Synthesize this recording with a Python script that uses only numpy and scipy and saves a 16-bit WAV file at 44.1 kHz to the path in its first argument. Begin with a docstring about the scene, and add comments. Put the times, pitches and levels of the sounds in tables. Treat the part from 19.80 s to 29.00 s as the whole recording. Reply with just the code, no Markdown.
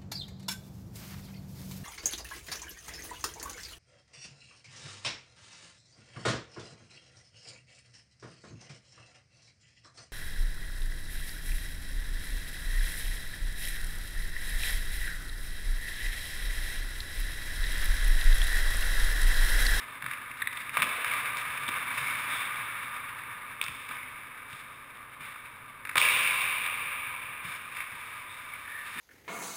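"""Shooting practice, indoor ice rink

The microphone lies on the ice in a small camera case, with the ventilation running behind.
Skates crunch and carve, sticks tap the puck, pads thump through the ice, a wrist shot and a slap shot
crack. The far walls answer and the steel-roofed hall rings for seconds.
The case colours it all and a coarse converter adds a glassy fizz."""
import sys
import numpy as np
from scipy import signal
from scipy.fft import rfft, irfft, next_fast_len
from scipy.io import wavfile

SR = 44100
rng = np.random.default_rng(int(sys.argv[2]) if len(sys.argv) > 2 else 0)


def generate_wav(signal):
    """Clip the signal to [-1, 1] and save it as 16-bit WAV at the path in sys.argv[1]."""
    frames = np.transpose(np.atleast_2d(signal))
    scaled = np.clip(frames, -1, 1) * 32767
    pcm = np.round(scaled).astype(np.int16)
    wavfile.write(sys.argv[1], SR, pcm)


N = 405712
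NFFT = 2 * next_fast_len(N // 2 + 1)
TIME = np.arange(N) / SR
FREQ = np.arange(NFFT // 2 + 1) * SR / NFFT + 1

# Levels are relative within each table.
# room tone, the spectrum of the ventilation: f/Hz, level/dB
AIR_SPECTRUM = [(25, -1.5), (60, 1.5), (100, 4), (170, 0.5), (450, -0.5), (800, -0.5), (1200, 1),
                (2300, -26), (5500, -15)]
# hum of fans and lamp ballasts: f/Hz, level/dB
HUM_TONES = [(98, -58), (120, -76)]
# reverberation of the hall: f/Hz, t60/s
HALL_DECAY = [(125, 9.4), (500, 4.5), (1200, 6.5), (2300, 4.71), (3500, 3.5), (5500, 2.6)]
# slaps of a shot off the far walls: delay/s, level/dB
WALL_ECHOES = [(.079, -30), (.25, -14), (0.294, -13), (.437, -13), (.683, -17)]
# modes of the ice sheet under the microphone: f/Hz, width/Hz, level/dB
ICE_MODES = [(123.3, 38, 2), (263, 79, -2.5), (175, 190, -11.5)]
# pads and boots landing, carried by the ice: t/s, level/dB, f/Hz
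LANDINGS = [(.23, -49.5, 130), (.98, -44, 136), (1.029, -44, 234), (1.661, -52, 129), (1.879, -45.5, 249.5),
            (2.204, -50, 129), (3.881, -51, 130), (4.092, -53, 255), (4.723, -54, 127), (5.39, -52, 135),
            (6.159, -52, 128), (7.638, -49.5, 139), (8.119, -55, 130), (9.153, -49.5, 247)]
# icy hiss and rumble, from gliding blades and the wash after the slap shot: t/s, level/dB
HISS_LEVEL = [(0, -40.5), (.5, -44), (1.1, -40), (2.0, -32.5), (2.8, -36), (3.3, -42), (4.5, -46.5),
              (6.0, -48.5), (7.0, -41), (8.4, -55), (9.2, -53)]
# skate strokes: t/s, length/s, level/dB, snow spray over scrape/dB
SKATE_STROKES = [(-.05, 0.11, -38.5, -25), (0.245, 0.09, -39, -20), (0.559, .06, -42, -10),
                 (0.743, 0.087, -39.5, 0.5), (0.928, 0.093, -31, -27), (1.235, .19, -32, -11),
                 (1.575, .05, -35, 2), (2.098, 0.36, -35, -2), (2.462, .19, -32.5, -6),
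                 (4.08, 0.086, -39, -27), (4.679, .15, -43.5, -2), (5.39, 0.15, -40, -21),
                 (7.627, 0.156, -38.5, 0), (7.906, 0.15, -39, -5), (8.075, 0.4, -42.5, -6.5),
                 (8.458, 0.45, -43.5, -4), (8.864, 0.2, -45, 0.5), (9.04, 0.21, -41, 4),
                 (9.127, .2, -41, -13)]
# a blade edge singing as it carves: t/s, length/s, level/dB, f/Hz
EDGE_CARVES = [(2.226, 0.1, -33.5, 2175), (2.47, 0.17, -33.5, 3310), (4.124, 0.17, -38.5, 2140),
               (7.663, .13, -48, 3520), (8.445, .13, -42, 3550), (8.693, 0.083, -41.5, 2175),
               (8.81, 0.27, -37, 1794), (9.143, 0.14, -35, 1820)]
# modes of a stick's shaft and blade: f/Hz, level/dB, t60/s
STICK_MODES = [(1083, 3, 0.057), (1387, 1.5, 0.08), (1830, -21, 0.012), (2190, -2, 0.01), (2640, 12, 0.028),
               (3140, 20, 0.0058)]
# stick and puck knocks, skate clacks, ice-chip ticks and quick echoes: t/s, level/dB, f/Hz, Q
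SHARP_KNOCKS = [(.3115, -22.5, 1890, 1.8), (.334, -24.5, 2280, 1.3), (.513, -30, 2240, 1.6),
                (.572, -35, 5000, 1.2), (.619, -15, 1850, 4.2), (.672, -15, 1910, 5.5),
                (.728, -24.5, 2600, 0.49), (.772, -23, 3320, 1.8), (.8934, -24, 2330, 1.9),
                (1.0, -18, 1750, 0.95), (1.2448, -17, 1650, 0.52), (1.3357, -19, 2150, 1.1),
                (1.57, -18, 5140, 1.25), (1.774, -23, 2490, 2.1), (1.88, -18.5, 3450, 3.5),
                (1.888, -15.5, 1800, 0.38), (1.939, -25, 2300, 3.9), (3.8134, -13, 3080, 2.2),
                (3.825, -22, 3300, 0.75), (3.839, -16.5, 5000, 2.2), (3.863, -24.5, 2400, 0.94),
                (3.882, -21, 3040, 0.82), (4.089, -28, 2600, .5), (4.111, -25, 1200, 1.3),
                (4.729, -29, 2020, .4), (5.558, -33, 1227, 1.4)]
# a stick blade clattering on the ice in four evenly spaced knocks: t/s, gap/s, level/dB, f/Hz
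CLATTERS = [(.222, 0.02, -21.5, 1720), (6.051, .0207, -22, 1940), (7.968, .018, -24.5, 2110)]
# the four knocks of a clatter, the third loudest: level/dB
CLATTER_ACCENTS = [-2.5, -6, 0.5, -9.5]
# two shots, blade on ice and puck, puck on far boards: t/s, level/dB, f/Hz, Q, contact/s, hall send/dB
SHOT_BLOWS = [(.970, -21.5, 1220, 0.44, 0.005, 2), (1.020, -18, 2630, 0.69, 0.0036, 1.5),
              (1.027, -21.5, 2260, 0.8, 0.0048, -5), (6.1555, -19.5, 1220, 0.31, 0.0037, 3),
              (6.169, -21, 2700, 0.84, 0.0045, -1.5), (6.178, -12.5, 3160, 0.66, 0.0039, 6.5),
              (6.215, -12.5, 2655, 3.9, 0.00097, 10.5)]
# resonances of the case around the microphone: f/Hz, width/Hz, level/dB
CASE_MODES = [(528, 435, -12.5), (1022, 224, -4.5), (1212.4, 135, 1), (1645, 860, -4.5), (2271, 366, -.5),
              (2650, 443, -7), (3090, 530, -13), (3616, 446, -6.5), (5620, 3500, -18)]


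def undb(db):
    """Decibels to gain."""
    return 10 ** (np.asarray(db) / 20)


def unit(x):
    """Scale to an rms of one."""
    return x / np.sqrt(np.mean(x ** 2))


def curve(rows):
    """Gain over time from rows of t/s, level/dB."""
    return undb(np.interp(TIME, *np.transpose(rows)))


def add(track, s, x):
    """Mix x into the track from time s on."""
    i = int(s * SR)
    x, i = x[max(-i, 0):], max(i, 0)
    track[i:i + len(x)] += x[:max(N - i, 0)]


def band(x, hz, q):
    """One resonance, gain 1 at its centre."""
    return signal.lfilter(*signal.iirpeak(hz, max(q, hz / 9000), fs=SR), x)


def steep_band(x, hz, q):
    """The same resonance twice over, scaled to an rms of one."""
    return unit(band(band(x, hz, q), hz, q))


def wander(n, rate_hz):
    """Smooth random drift with a spread near one."""
    steps = np.arange(n) * rate_hz / SR
    return np.interp(steps, np.arange(4096), rng.standard_normal(4096))


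def resonances(modes):
    """Gain over frequency of steep overlapping resonances."""
    powers = (undb(db) ** 2 / (1 + (2 * (FREQ - hz) / width) ** 2) ** 2 for hz, width, db in modes)
    return np.sqrt(sum(powers))


def noise(gain):
    """Noise of rms one with the given gain over frequency."""
    return unit(irfft(rfft(rng.standard_normal(NFFT)) * gain, NFFT)[:N])


def ventilation(air_db=-45.5):
    """Room tone: steady air handling, with a wavering hum of fans and lamp ballasts."""
    centres, levels = np.transpose(AIR_SPECTRUM)
    air = noise(undb(np.interp(np.log(FREQ), np.log(centres), levels)))
    hum = sum(undb(db) * np.sin(2 * np.pi * hz * TIME + 0.87 * wander(N, 3)) for hz, db in HUM_TONES)
    return undb(air_db) * air + hum


def hall(x, build_s=0.0044, slap_db=3.5, blend_s=0.12, early_db=2.5, early_s=0.34):
    """Separate slaps off boards, glass and roof blend into a long tail whose treble dies first."""
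    t = TIME[:4 * SR]
    echoes = rng.standard_normal(len(t)) * undb(slap_db * np.exp(-t / blend_s) * wander(len(t), 330))
    spectrum = rfft(echoes)
    hz = np.arange(len(spectrum)) * SR / len(t) + 1
    centres, t60s = np.transpose(HALL_DECAY)
    tail = 0
    for share, t60 in zip(np.eye(len(centres)), t60s):
        weight = np.interp(np.log(hz), np.log(centres), share)
        tail += irfft(spectrum * weight, len(t)) * np.exp(-np.log(1000) * t / t60)
    tail *= 1 - np.exp(-t / build_s)
    tail *= undb(early_db * np.exp(-t / early_s))  # the first reflections are the strongest
    return signal.fftconvolve(x, tail / np.sqrt(np.sum(tail ** 2)))[:N]


def far_walls(x):
    """A few distinct, duller repeats from the distant ends of the rink."""
    out = np.zeros(N)
    dull = band(x, hz=2200, q=0.44)
    for delay, db in WALL_ECHOES:
        add(out, delay, undb(db) * dull)
    return out


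def board_boom(x):
    """A hard blow also shakes the ice and boards, which feed the hall with low notes."""
    return x + undb(-1) * band(x, hz=500, q=3.3) + undb(3) * band(x, hz=105, q=1.8)


def ice_sheet(rise_s=0.017):
    """A rumble that follows the hiss, and thumps of pads and boots, reach the case through the ice."""
    out = noise(resonances(ICE_MODES)) * undb(-34.5) * curve(HISS_LEVEL) ** 0.63
    t = np.arange(SR // 4) / SR
    for s, db, hz in LANDINGS:
        boom = np.sin(2 * np.pi * hz * t + wander(len(t), 121))
        padding = steep_band(rng.standard_normal(len(t)), hz, q=0.8)
        envelope = t / rise_s * np.exp(1 - t / rise_s)
        add(out, s, undb(db) * envelope * (boom + undb(-5) * padding))
    return out


def ice_chips(per_s, spread_db, chatter_db, chatter_hz):
    """Ice breaking under steel: dense tiny fractures, bunched by the chatter of the blade."""
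    size = undb(spread_db * np.minimum(rng.exponential(size=N), 5))
    fractures = (rng.random(N) < per_s / SR) * rng.choice([-1, 1], N) * size
    return unit(fractures * undb(chatter_db * wander(N, chatter_hz)))


def skates(stroke_db=4, hiss_db=3, carve_db=1):
    """Pushes and stops crunch and spray snow, edges sing, and an icy hiss swells and fades beneath."""
    crunch = ice_chips(per_s=5000, spread_db=2.5, chatter_db=1.5, chatter_hz=91.2)
    snow = ice_chips(per_s=9000, spread_db=2, chatter_db=2.5, chatter_hz=70)
    hiss = ice_chips(per_s=6000, spread_db=2, chatter_db=4, chatter_hz=45.81)
    spray = unit(band(band(snow, hz=4500, q=0.43), hz=4100, q=0.57))
    out = unit(band(hiss, hz=1570, q=0.98)) * curve(HISS_LEVEL) * undb(hiss_db)
    for s, length, db, spray_db in SKATE_STROKES:
        span = (int(s * SR) + np.arange(int(length * SR))) % N
        pressure = signal.windows.tukey(len(span), 0.29)
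        scrape = unit(band(crunch[span], hz=1850, q=1))
        add(out, s, undb(db + stroke_db) * pressure * (scrape + undb(spray_db) * spray[span]))
    for s, length, db, hz in EDGE_CARVES:
        span = (int(s * SR) + np.arange(int(length * SR))) % N
        pressure = signal.windows.tukey(len(span), 0.98)
        add(out, s, undb(db + carve_db) * pressure * steep_band(crunch[span], hz, q=5.9))
    return out


def knock(hz, q, contact_s, overtone_db, crack_db, ring_db):
    """A brief contact: a dry crack, a hollow knock with its overtone, a short ring of the shaft."""
    t = np.arange(SR // 12) / SR
    # the contact excites all frequencies evenly, each at a slightly different instant
    phase = np.angle(rfft(rng.standard_normal(len(t)) * np.exp(-t / contact_s)))
    push = irfft(np.exp(1j * phase), len(t)) * np.exp(-t / (10 * contact_s))
    ring = 0
    for mode_hz, db, t60 in STICK_MODES:
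        detuned_hz = mode_hz * (1 + 0.03 * rng.standard_normal())
        ring += undb(db) * np.sin(2 * np.pi * detuned_hz * t) * np.exp(-np.log(1000) * t / t60)
    hollow = steep_band(push, hz, q) + undb(overtone_db) * steep_band(push, 2 * hz, q)
    crack = unit(band(push, hz=3450, q=0.21))
    hit = hollow + undb(crack_db) * crack + undb(ring_db) * unit(ring)
    return unit(hit) * np.sqrt(contact_s / t[-1])


def blows(rows, gain_db, **timbre):
    """Knocks on two paths: straight to the microphone, and out into the hall."""
    direct, sent = np.zeros(N), np.zeros(N)
    for s, db, hz, q, contact_s, send_db in rows:
        hit = undb(db + gain_db) * knock(hz, q, contact_s, **timbre)
        add(direct, s, hit)
        add(sent, s, hit * undb(send_db))
    return direct, sent


def taps_and_clatters(contact_s=0.0034, send_db=-2.5, clatter_send_db=1.5, clatter_q=1.27, click_q=0.54):
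    """Sharp knocks and stick clatters, among faint random clicks that follow the level of the hiss."""
    rows = [(s, db, hz, q, contact_s, send_db) for s, db, hz, q in SHARP_KNOCKS]
    for start, gap, db, hz in CLATTERS:
        for k, accent_db in enumerate(CLATTER_ACCENTS):
            rows.append((start + k * gap, db + accent_db, hz, clatter_q, contact_s, clatter_send_db))
    for when, strength, colour in rng.random((int(5 * N / SR), 3)):  # five clicks a second
        s = when * N / SR
        db = np.interp(s, *np.transpose(HISS_LEVEL)) + 6 + strength
        hz = 2400 * 2 ** (colour - 0.5)
        rows.append((s, db, hz, click_q, contact_s, send_db))
    return blows(rows, gain_db=-1, overtone_db=-5.5, crack_db=-27, ring_db=-8.5)


def puck_shots():
    """Wrist shot and slap shot: the blade cracks on ice and puck; the slap shot bangs the far boards."""
    return blows(SHOT_BLOWS, gain_db=7.5, overtone_db=-40, crack_db=-3.5, ring_db=-11.5)


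def scene():
    """The rink from ice level: the players, the hall around them and its machinery."""
    taps, taps_sent = taps_and_clatters()
    shots, shots_sent = puck_shots()
    blades = skates()
    direct = taps + shots + undb(-2) * blades
    # each place on the ice has its own paths to the walls
    reverb = hall(undb(-3) * taps_sent) + hall(undb(-4) * blades)
    reverb += hall(undb(-1.5) * board_boom(shots_sent))
    return (direct + reverb + far_walls(shots) + undb(13) * ice_sheet() + ventilation())[None]


def record(dry, leak_db=-11, leak_hz=330, converter_hz=12000, top_hz=15400):
    """The case rings and muffles the microphone; a coarse converter mirrors the mids into the treble."""
    bass_leak = undb(leak_db) / (1 + (FREQ / leak_hz) ** 2)
    case_gain = np.hypot(resonances(CASE_MODES), bass_leak)
    # minimum phase: the case rings only after a sound strikes it
    cepstrum = irfft(np.log(case_gain), NFFT)
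    causal = np.r_[1, np.full(NFFT // 2 - 1, 2), np.zeros(NFFT // 2)]
    case_ring = irfft(np.exp(rfft(cepstrum * causal)), NFFT)[:4096]
    cased = signal.fftconvolve(dry[0], case_ring)[:N]
    smooth = signal.sosfilt(signal.butter(10, 5550, fs=SR, output="sos"), cased)
    # holding each sample makes the steps that fizz
    held = np.repeat(signal.resample_poly(smooth, converter_hz, SR), 4)
    fizzy = signal.resample_poly(held, SR, 4 * converter_hz)[:N]
    return signal.sosfilt(signal.ellip(8, 0.2, 70, top_hz, fs=SR, output="sos"), fizzy)[None]


dry = scene()
out = record(dry)
generate_wav(out)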